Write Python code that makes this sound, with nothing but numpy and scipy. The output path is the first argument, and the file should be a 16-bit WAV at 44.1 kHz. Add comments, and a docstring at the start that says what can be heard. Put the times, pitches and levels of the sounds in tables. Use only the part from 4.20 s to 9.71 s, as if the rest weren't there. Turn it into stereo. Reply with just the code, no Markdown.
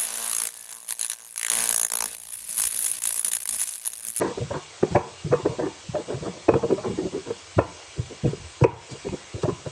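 """From the start a simmering pot hisses, louder to the left: shaped noise whose treble swells in spurts.
At once a stone pestle pounds and grinds in a stone mortar: bursts of grit slips ring bowl and wall modes.
Hard clacks add the highest modes, the hollow counter thuds under each push, and a small room answers.
The hardest blows fall near 0.76, 2.29, 3.39 and 4.44 s; just after each the treble of the hiss dips.
Two microphone ports a hand apart hear it all."""
import sys
import numpy as np
from scipy import signal
from scipy.fft import rfft, irfft, next_fast_len
from scipy.io import wavfile
from scipy.ndimage import uniform_filter1d

SR = 44100
rng = np.random.default_rng(int(sys.argv[2]) if len(sys.argv) > 2 else 0)


def materialize(psi):
    """Save the field psi as 16-bit PCM at rate SR to the path in sys.argv[1].

    A 1-D psi becomes a single channel; in a 2-D psi each row is a channel.
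    """
    bounded = np.clip(np.atleast_2d(psi).T, -1, 1)
    quanta = np.round(bounded * 32767).astype(np.int16)
    wavfile.write(sys.argv[1], SR, quanta)


def to_linear_factor(level_db):
    """Convert decibel levels (scalar or array-like) to linear amplitude factors."""
    exponent = np.asarray(level_db, float) / 20
    return 10 ** exponent


N = 242991  # length in samples, about 5.5 s

# Colour of the steam hiss. Each row: frequency in Hz, relative spectrum level in dB.
HISS_COLOUR = [(18, -54), (30, -24.5), (93, 3.5), (194, -27.5), (324, -3.5), (645, -3), (785, -2.5),
               (888, -7.5), (979, -2), (1810, -8), (2000, -7), (2810, -5.5), (4490, -7), (8080, -7),
               (10600, -34.5), (13800, -48.5), (22000, -120)]
# Faint narrow peaks in the hiss. Each row: centre in Hz, half width in Hz, boost in dB.
HISS_PEAKS = [(2300, 40, 5.5), (2838, 19, 9.5), (3310, 69, 4)]
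# Stereo lean of the hiss. Each row: frequency in Hz, left over right in dB.
HISS_BALANCE = [(60, -1.5), (89, 7), (130, -0.5), (200, 14.5), (290, 11), (430, -2.5), (640, 3.0),
                (950, 10.5), (1410, 7.5), (2090, 11.5), (3100, 10), (4610, 16), (6830, 9), (10100, 17)]
# Steam spurts in the treble of the hiss. Each row: peak in seconds, swell in dB, half width in ms.
SPURTS = [(.12, 2.5, 120), (.74, 3, 27), (2.06, 2.5, 12), (4.719, 6.5, 11), (5.231, 8, 6.6)]
# Treble drops just after the hardest blows. Each row: time in seconds, depth in dB.
DIPS = [(.775, 3.5), (2.3, 2.5), (3.395, 4), (4.455, 12)]
# Pestle contacts. Each row: nominal middle in seconds, bowl level in dB, length in ms,
# wall ring over bowl tone in dB before the wall trim, bowl tone best struck in Hz.
CONTACTS = [(.019, -15, 16.5, -2, 477), (0.057, -23, 55, -4, 420), (0.102, -26, 32, -6.5, 425),
            (0.182, -21.5, 12.5, -15, 464), (0.218, -28.5, 41, -31, 498), (.316, -25.5, 17, -5, 590),
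            (.355, -29, 57, 1.5, 447), (.635, -10.5, 10.2, -11, 420), (0.723, -34, 25, -5, 383),
            (.761, -7.5, 16.6, -6, 526), (1.073, -35.5, 61, -26, 375), (1.134, -11, 25.8, -7, 482),
            (1.195, -30.5, 20, -21, 368), (1.261, -13.5, 19, -10, 417), (1.317, -32, 67, -21, 458),
            (1.4, -20, 20, -13, 553), (1.422, -25.5, 34, -5, 470), (1.457, -22, 49, -9, 318),
            (1.756, -20, 26.5, -19, 583), (1.794, -28, 37, -10, 466), (1.927, -25.5, 62, -12, 485),
            (1.889, -29, 21, -14, 460), (1.981, -34, 9, -16, 486), (2.038, -29.5, 41, -14, 463),
            (2.07, -25.5, 49, -3.5, 514), (2.165, -39, 82, -10, 504), (2.292, -6.5, 10, -10.5, 503),
            (2.356, -16, 41, -11, 435), (2.441, -15.5, 20, -14.5, 465), (2.517, -15, 46.5, -19.5, 363),
            (2.592, -25, 25, -7, 570), (2.655, -25, 30, -3, 408), (2.692, -25, 64, -16, 310),
            (2.795, -21, 33, -14.5, 363), (2.847, -23.5, 61, -26.5, 352), (2.956, -23, 60, -19, 385),
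            (3.08, -29, 35, -10, 420), (3.109, -18.5, 9.1, -24.5, 478), (3.391, -9, 13, -10.5, 450),
            (3.795, -36.5, 61, -23, 429), (3.919, -34.5, 44, -18, 418), (4.056, -15.5, 20, -26, 420),
            (4.08, -26.5, 28, -11, 456), (4.137, -23, 2.3, -36, 390), (4.419, -17, 14.3, -14, 456),
            (4.446, -7.5, 9.1, -10.5, 452), (4.731, -37, 70, -9, 465), (4.867, -25, 28, -14, 337),
            (4.938, -26, 24, -12, 360), (5.171, -33.5, 56, -35, 454), (5.24, -20.5, 14, -5.5, 388),
            (5.258, -21, 14.7, -13, 520), (5.293, -19.5, 27.4, -8.5, 384), (5.465, -27, 19, -9.5, 483)]
# Hard clacks of bare stone on stone. Each row: nominal time in seconds, rim level in dB and
# wall level in dB, both before their trims.
CLACKS = [(.014, -30, -35), (.309, -48, -25), (.338, -39, -20.5), (.629, -37.5, -50), (.755, -20, -19.5),
          (1.126, -27.5, -24), (1.256, -41, -20.5), (1.394, -48, -22), (1.75, -42, -23),
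          (1.903, -48, -26.5), (2.285, -21, -16.5), (2.337, -28.5, -12), (2.436, -44.5, -35),
          (2.506, -37, -23), (2.587, -38.5, -36), (2.782, -49, -41), (3.103, -41.5, -28.5),
          (3.387, -25.5, -9.5), (4.053, -35, -38), (4.437, -17.5, -11), (4.883, -35.5, -29),
          (5.24, -47, -34.5), (5.292, -41, -49)]
# Modes of the mortar: 8 of the bowl, 7 of the wall, the rest of the rim. Each row: pitch in Hz,
# free t60 in seconds, left level in dB, right level in dB, left phase lead in radians.
MORTAR_MODES = [(219.4, 0.1, -4, -6.5, 2.5), (300, 0.11, -3, -7, 2.5), (328.5, 0.065, -9.5, -6, 2),
                (375, 0.045, -2, 5.5, 0.95), (420, 0.037, 2.5, 2.5, 1.5), (465, 0.076, -5, -1, 2),
                (486.6, 0.082, -10.5, -6.5, 2.5), (580.7, 0.045, -5, 0.5, 1.5), (703, 0.071, 2, -5.5, 4),
                (892, 0.081, -2, -1.5, 4), (970, 0.019, 5.5, -8.5, 3.5), (1106, 0.022, -2.5, -6.5, 3.5),
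                (1313, 0.023, -22.5, -14, 0.5), (1510, 0.0088, 0, -11.5, -0.5),
                (1773, 0.054, -11.5, -20.5, 1), (2220, 0.021, -2, -17, 0.5), (2518, 0.034, -1, -8.5, 1.5),
                (3220, 0.0065, -12, -25, 0.5), (4350, .006, -10.5, -24, -2.5),
                (5800, 0.0058, -8, -29.5, -0.5), (7400, .004, -16.5, -32, 4.5)]
# Full-arm pushes into the counter. Each row: nominal peak in seconds, level in dB, length in ms,
# counter tone best struck in Hz.
THUDS = [(0.225, -25.5, 55, 136), (.318, -29, 14, 151), (.367, -32, 35, 153), (0.722, -24, 17, 129),
         (0.763, -17, 17, 148), (1.059, -22.5, 16, 133), (1.112, -23.5, 15, 149), (1.302, -24.5, 23, 124),
         (1.697, -25.5, 11.4, 118), (1.958, -27, 25, 138), (2.026, -28.5, 17, 154), (2.079, -30, 31, 167),
         (2.295, -23.5, 18, 145), (2.342, -19, 29, 166), (2.699, -27, 97, 178), (2.85, -28, 46, 171),
         (3.38, -15, 18.6, 107), (3.793, -18, 12.5, 112), (4.061, -16.5, 35, 153), (4.206, -30.5, 27, 85),
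         (4.427, -8.5, 6, 116), (4.727, -31.5, 18, 159), (4.905, -30.5, 65, 167), (5.156, -24.5, 16, 124),
         (5.25, -20, 17, 139), (5.305, -29.5, 63, 132), (5.472, -27.5, 13, 140)]
# Modes of the counter. Each row: pitch in Hz, t60 in seconds, left level in dB, right level in dB,
# left phase lead in radians.
COUNTER_MODES = [(72, 0.15, 9.5, -6, 0.83), (89, 0.18, -3, -9, 1), (114.1, 0.043, 9.5, 10.5, 0.59),
                 (141.2, 0.05, 2.5, 6, 0.22), (179.8, 0.045, 1, 0.5, 0.88)]
# Decay of the room. Each row: frequency in Hz, t60 in seconds.
ROOM_DECAY = [(100, 0.4), (400, 0.47), (1000, 0.45), (3000, 0.13), (8000, 0.39)]
# How much of the mortar is sent to the room. Each row: frequency in Hz, send level in dB.
ROOM_SEND = [(300, -17.5), (500, -23.0), (900, -8), (1500, -11.5), (2600, -4), (4500, -28.5)]


def unit(x):
    """Scaled to rms 1."""
    return x / np.sqrt(np.mean(x ** 2) + 1e-20)


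def along(points, hz):
    """Reads a curve of (Hz, value) points on a log frequency axis."""
    f, v = np.transpose(points)
    return np.interp(np.log(hz + 1), np.log(f + 1), v)


def filtered(x, response):
    """Shapes x by a complex response of frequency."""
    m = next_fast_len(N + 8192)
    hz = np.fft.rfftfreq(m, 1 / SR)
    return irfft(rfft(x, m) * response(hz), m)[..., :N]


def treble_db():
    """Treble gain of the hiss: spurts swell smoothly; dips fall at once, hold, then let go."""
    t = np.arange(N) / SR
    gain_db = np.zeros(N)
    for s, db, ms in SPURTS:
        gain_db += db * np.exp(-(1000 * (t - s) / ms) ** 2 / 2)
    for s, db in DIPS:
        # 4 ms of onset; deeper dips last longer
        span_s = np.where(t < s, .004, .06 + .009 * db)
        gain_db -= db * np.exp(-np.abs((t - s) / span_s) ** 3)
    return gain_db


def pot():
    """Steam hiss reaches the right port first but mostly weaker; part is diffuse, and its treble moves."""
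    level_db = -41.5  # rms before the treble moves
    alike = 0.35  # share of power common to both ports
    # three noises share one slowly changing patchwork of loud and soft spots
    z = signal.stft(rng.standard_normal((3, N)), nperseg=512)[2]
    patches = uniform_filter1d(rng.standard_normal(z.shape[1:]), size=4, axis=0)
    patches = unit(uniform_filter1d(patches, size=8, axis=1))
    direct, *diffuse = signal.istft(z * to_linear_factor(1.7 * patches), nperseg=512)[1][:, :N]
    arrivals = np.array([np.roll(direct, shift=21), direct])  # left lags by 21 samples
    pair = np.sqrt(alike) * arrivals + np.sqrt(1 - alike) * np.array(diffuse)

    def colour(hz):
        peaks_db = sum(db / (1 + ((hz - centre) / width) ** 2) for centre, width, db in HISS_PEAKS)
        port_share = 1 / np.sqrt(1 + to_linear_factor(np.outer([-2, 2], along(HISS_BALANCE, hz))))
        return to_linear_factor(along(HISS_COLOUR, hz) + peaks_db) * port_share

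    hiss = unit(filtered(pair, colour))
    treble = filtered(hiss, lambda hz: 1 / (1 + (2600 / (hz + 1)) ** 6))
    return to_linear_factor(level_db) * (hiss + treble * (to_linear_factor(treble_db()) - 1))


def near(modes, struck_hz, db_per_octave):
    """The modes as struck at one spot: those far from its tone answer less."""
    modes = np.array(modes, float)
    modes[:, 2:4] -= db_per_octave * np.abs(np.log2(modes[:, :1] / struck_hz))
    return modes


def held(modes, longest_s):
    """The modes under a hand on the mortar, which stops any longer ring."""
    return [(hz, min(t60, longest_s), *rest) for hz, t60, *rest in modes]


def ringing(modes, burst, scatter_db, detune):
    """Stereo answer of modes to one tap; grip and load shift strengths, pitches and phases each time."""
    hz, t60, left_db, right_db, lead = np.transpose(modes)[..., None]
    t = np.arange(round(SR * t60.max())) / SR
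    chance = rng.standard_normal((3, *hz.shape))
    hz = hz * (1 + detune * chance[1])
    # burst power around each mode, divided out so that the mode levels hold for any burst
    bins = np.fft.rfftfreq(8192, 1 / SR)[:900]
    overlap = 1 / (1 + ((bins - hz) * t60) ** 2)
    drive = overlap @ np.abs(rfft(burst, 8192)[:900]) ** 2 / overlap.sum(1)
    soft_start = (1 - np.exp(-t * hz / 0.65)) ** 3  # the contact yields for a part of a cycle
    decay = np.exp(-np.log(1000) * t / t60)
    fade = soft_start * decay * to_linear_factor(scatter_db * chance[0]) / np.sqrt(drive[:, None] + 1e-12)
    phase = 2 * np.pi * hz * t
    left = fade * to_linear_factor(left_db) * np.sin(phase + lead + 0.41 * chance[2])
    right = fade * to_linear_factor(right_db) * np.sin(phase)
    return np.array([np.sum(left, 0), np.sum(right, 0)])


def add(out, s, db, rise_ms, fall_ms, modes, slips_per_s, detune):
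    """A burst of uneven slips, pressed hardest at time s, rings the modes; db sets its strength."""
    grit_db = 4.5  # spread of slip sizes: a few coarse grains tick out of the rub
    lead_in = SR // 16
    ms = 1000 * np.arange(-lead_in, SR // 10) / SR
    side_ms = np.where(ms < 0, max(rise_ms, 2), max(fall_ms, 2))
    pressure = np.exp(-np.abs(ms / side_ms) ** 3)
    slips = rng.random(len(ms)) < slips_per_s / SR
    burst = pressure * rng.standard_normal(len(ms)) * slips
    burst *= to_linear_factor(grit_db * rng.standard_normal(len(ms)))
    first, last = np.flatnonzero(pressure > 1e-3)[[0, -1]]
    burst = burst[first:last]
    answer = ringing(modes, burst, scatter_db=2.0, detune=detune)
    sound = signal.fftconvolve(burst[None], answer, axes=1)
    # level counts over the pressed time plus 5 ms
    samples = np.sum(pressure ** 2) + SR / 200
    start = round(s * SR) + SR - lead_in + first  # out has a second of room ahead
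    out[:, start:start + sound.shape[1]] += to_linear_factor(db) * sound * np.sqrt(2 * samples / np.sum(sound ** 2))


def pestle():
    """Contacts ring the bowl and, more briefly, the wall; only hard clacks reach the highest modes."""
    wall_trim_db = -2.5
    out = np.zeros((2, N + 2 * SR))
    bowl = held(MORTAR_MODES[:8], longest_s=.06)
    wall = held(MORTAR_MODES[8:15], longest_s=.03)
    rim = MORTAR_MODES[15:]
    for s, db, ms, wall_db, tone_hz in CONTACTS:
        struck_bowl = near(bowl, tone_hz, db_per_octave=23.5)
        add(out, s - .004, db, ms / 2, ms / 2, struck_bowl, slips_per_s=3600, detune=0.026)
        add(out, s - .003, db + wall_db + wall_trim_db, 0.62 * ms, 0.54 * ms, wall,
            slips_per_s=2000, detune=0.057)
    for s, rim_db, wall_db in CLACKS:
        add(out, s + 0.002147, rim_db - 7.5, 2.2, 3.5, rim, slips_per_s=11000, detune=0.0042)
        add(out, s + 0.002186, wall_db - 6.0, 2.2, 3.5, wall, slips_per_s=4100, detune=0.014)
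    return out[:, SR:SR + N]


def counter():
    """The mortar's foot passes each push on to the hollow counter top, which rings its low modes."""
    out = np.zeros((2, N + 2 * SR))
    # a contact with no push within 20 ms leans a little: softer, longer, on one tone
    leans = []
    for s, db, ms, *_ in CONTACTS:
        if min(abs(s - thud[0]) for thud in THUDS) > 1 / 50:
            leans.append((s, db - 16.5, ms + 25, 164.1))
    for s, db, ms, tone_hz in THUDS + leans:
        struck_top = near(COUNTER_MODES, tone_hz, db_per_octave=34.5)
        add(out, s - .009, db, 0.49 * ms, 0.61 * ms, struck_top, slips_per_s=3300, detune=0.017)
    return out[:, SR:SR + N]


def kitchen(x):
    """Each frequency of the room dies at its own speed; every quarter second of sound gets a fresh tail."""
    out, step = np.zeros((2, N + SR)), SR // 4
    delay = 300  # samples before the room answers
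    for start in range(0, N, step):
        hz, t, z = signal.stft(rng.standard_normal((2, SR // 2)), SR, nperseg=256)
        decay_db = -60 * t / along(ROOM_DECAY, hz)[:, None]
        tail = signal.istft(z * to_linear_factor(decay_db), SR, nperseg=256)[1]
        tail = tail / np.linalg.norm(tail[0])
        wet = signal.fftconvolve(x[:, start:start + step], tail, axes=1)
        out[:, start + delay:start + delay + wet.shape[1]] += wet
    return out[:, :N]


def scene():
    """The pot under mortar and counter with their room sound; small bodies radiate little deep bass."""
    hiss = pot()
    knocks, thuds = pestle(), counter()
    knocks_to_room = filtered(knocks, lambda hz: to_linear_factor(along(ROOM_SEND, hz)))
    room = kitchen(knocks_to_room + to_linear_factor(-11.0) * thuds)
    struck = knocks + thuds + room
    # two gentle low cuts at 60 Hz in a row
    return filtered(struck, lambda hz: (1j * hz / (60 + 1j * hz)) ** 2) + hiss


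def roll_off(x):
    """The treble ends steeply here."""
    return signal.sosfilt(signal.butter(12, 10740, fs=SR, output="sos"), x)


def record(dry):
    """Peaks round off smoothly below a ceiling of 0.93."""
    rounded = dry / (1 + np.abs(dry / 0.93) ** 6) ** (1 / 6)
    return roll_off(rounded)


dry = scene()
out = record(dry)
materialize(out)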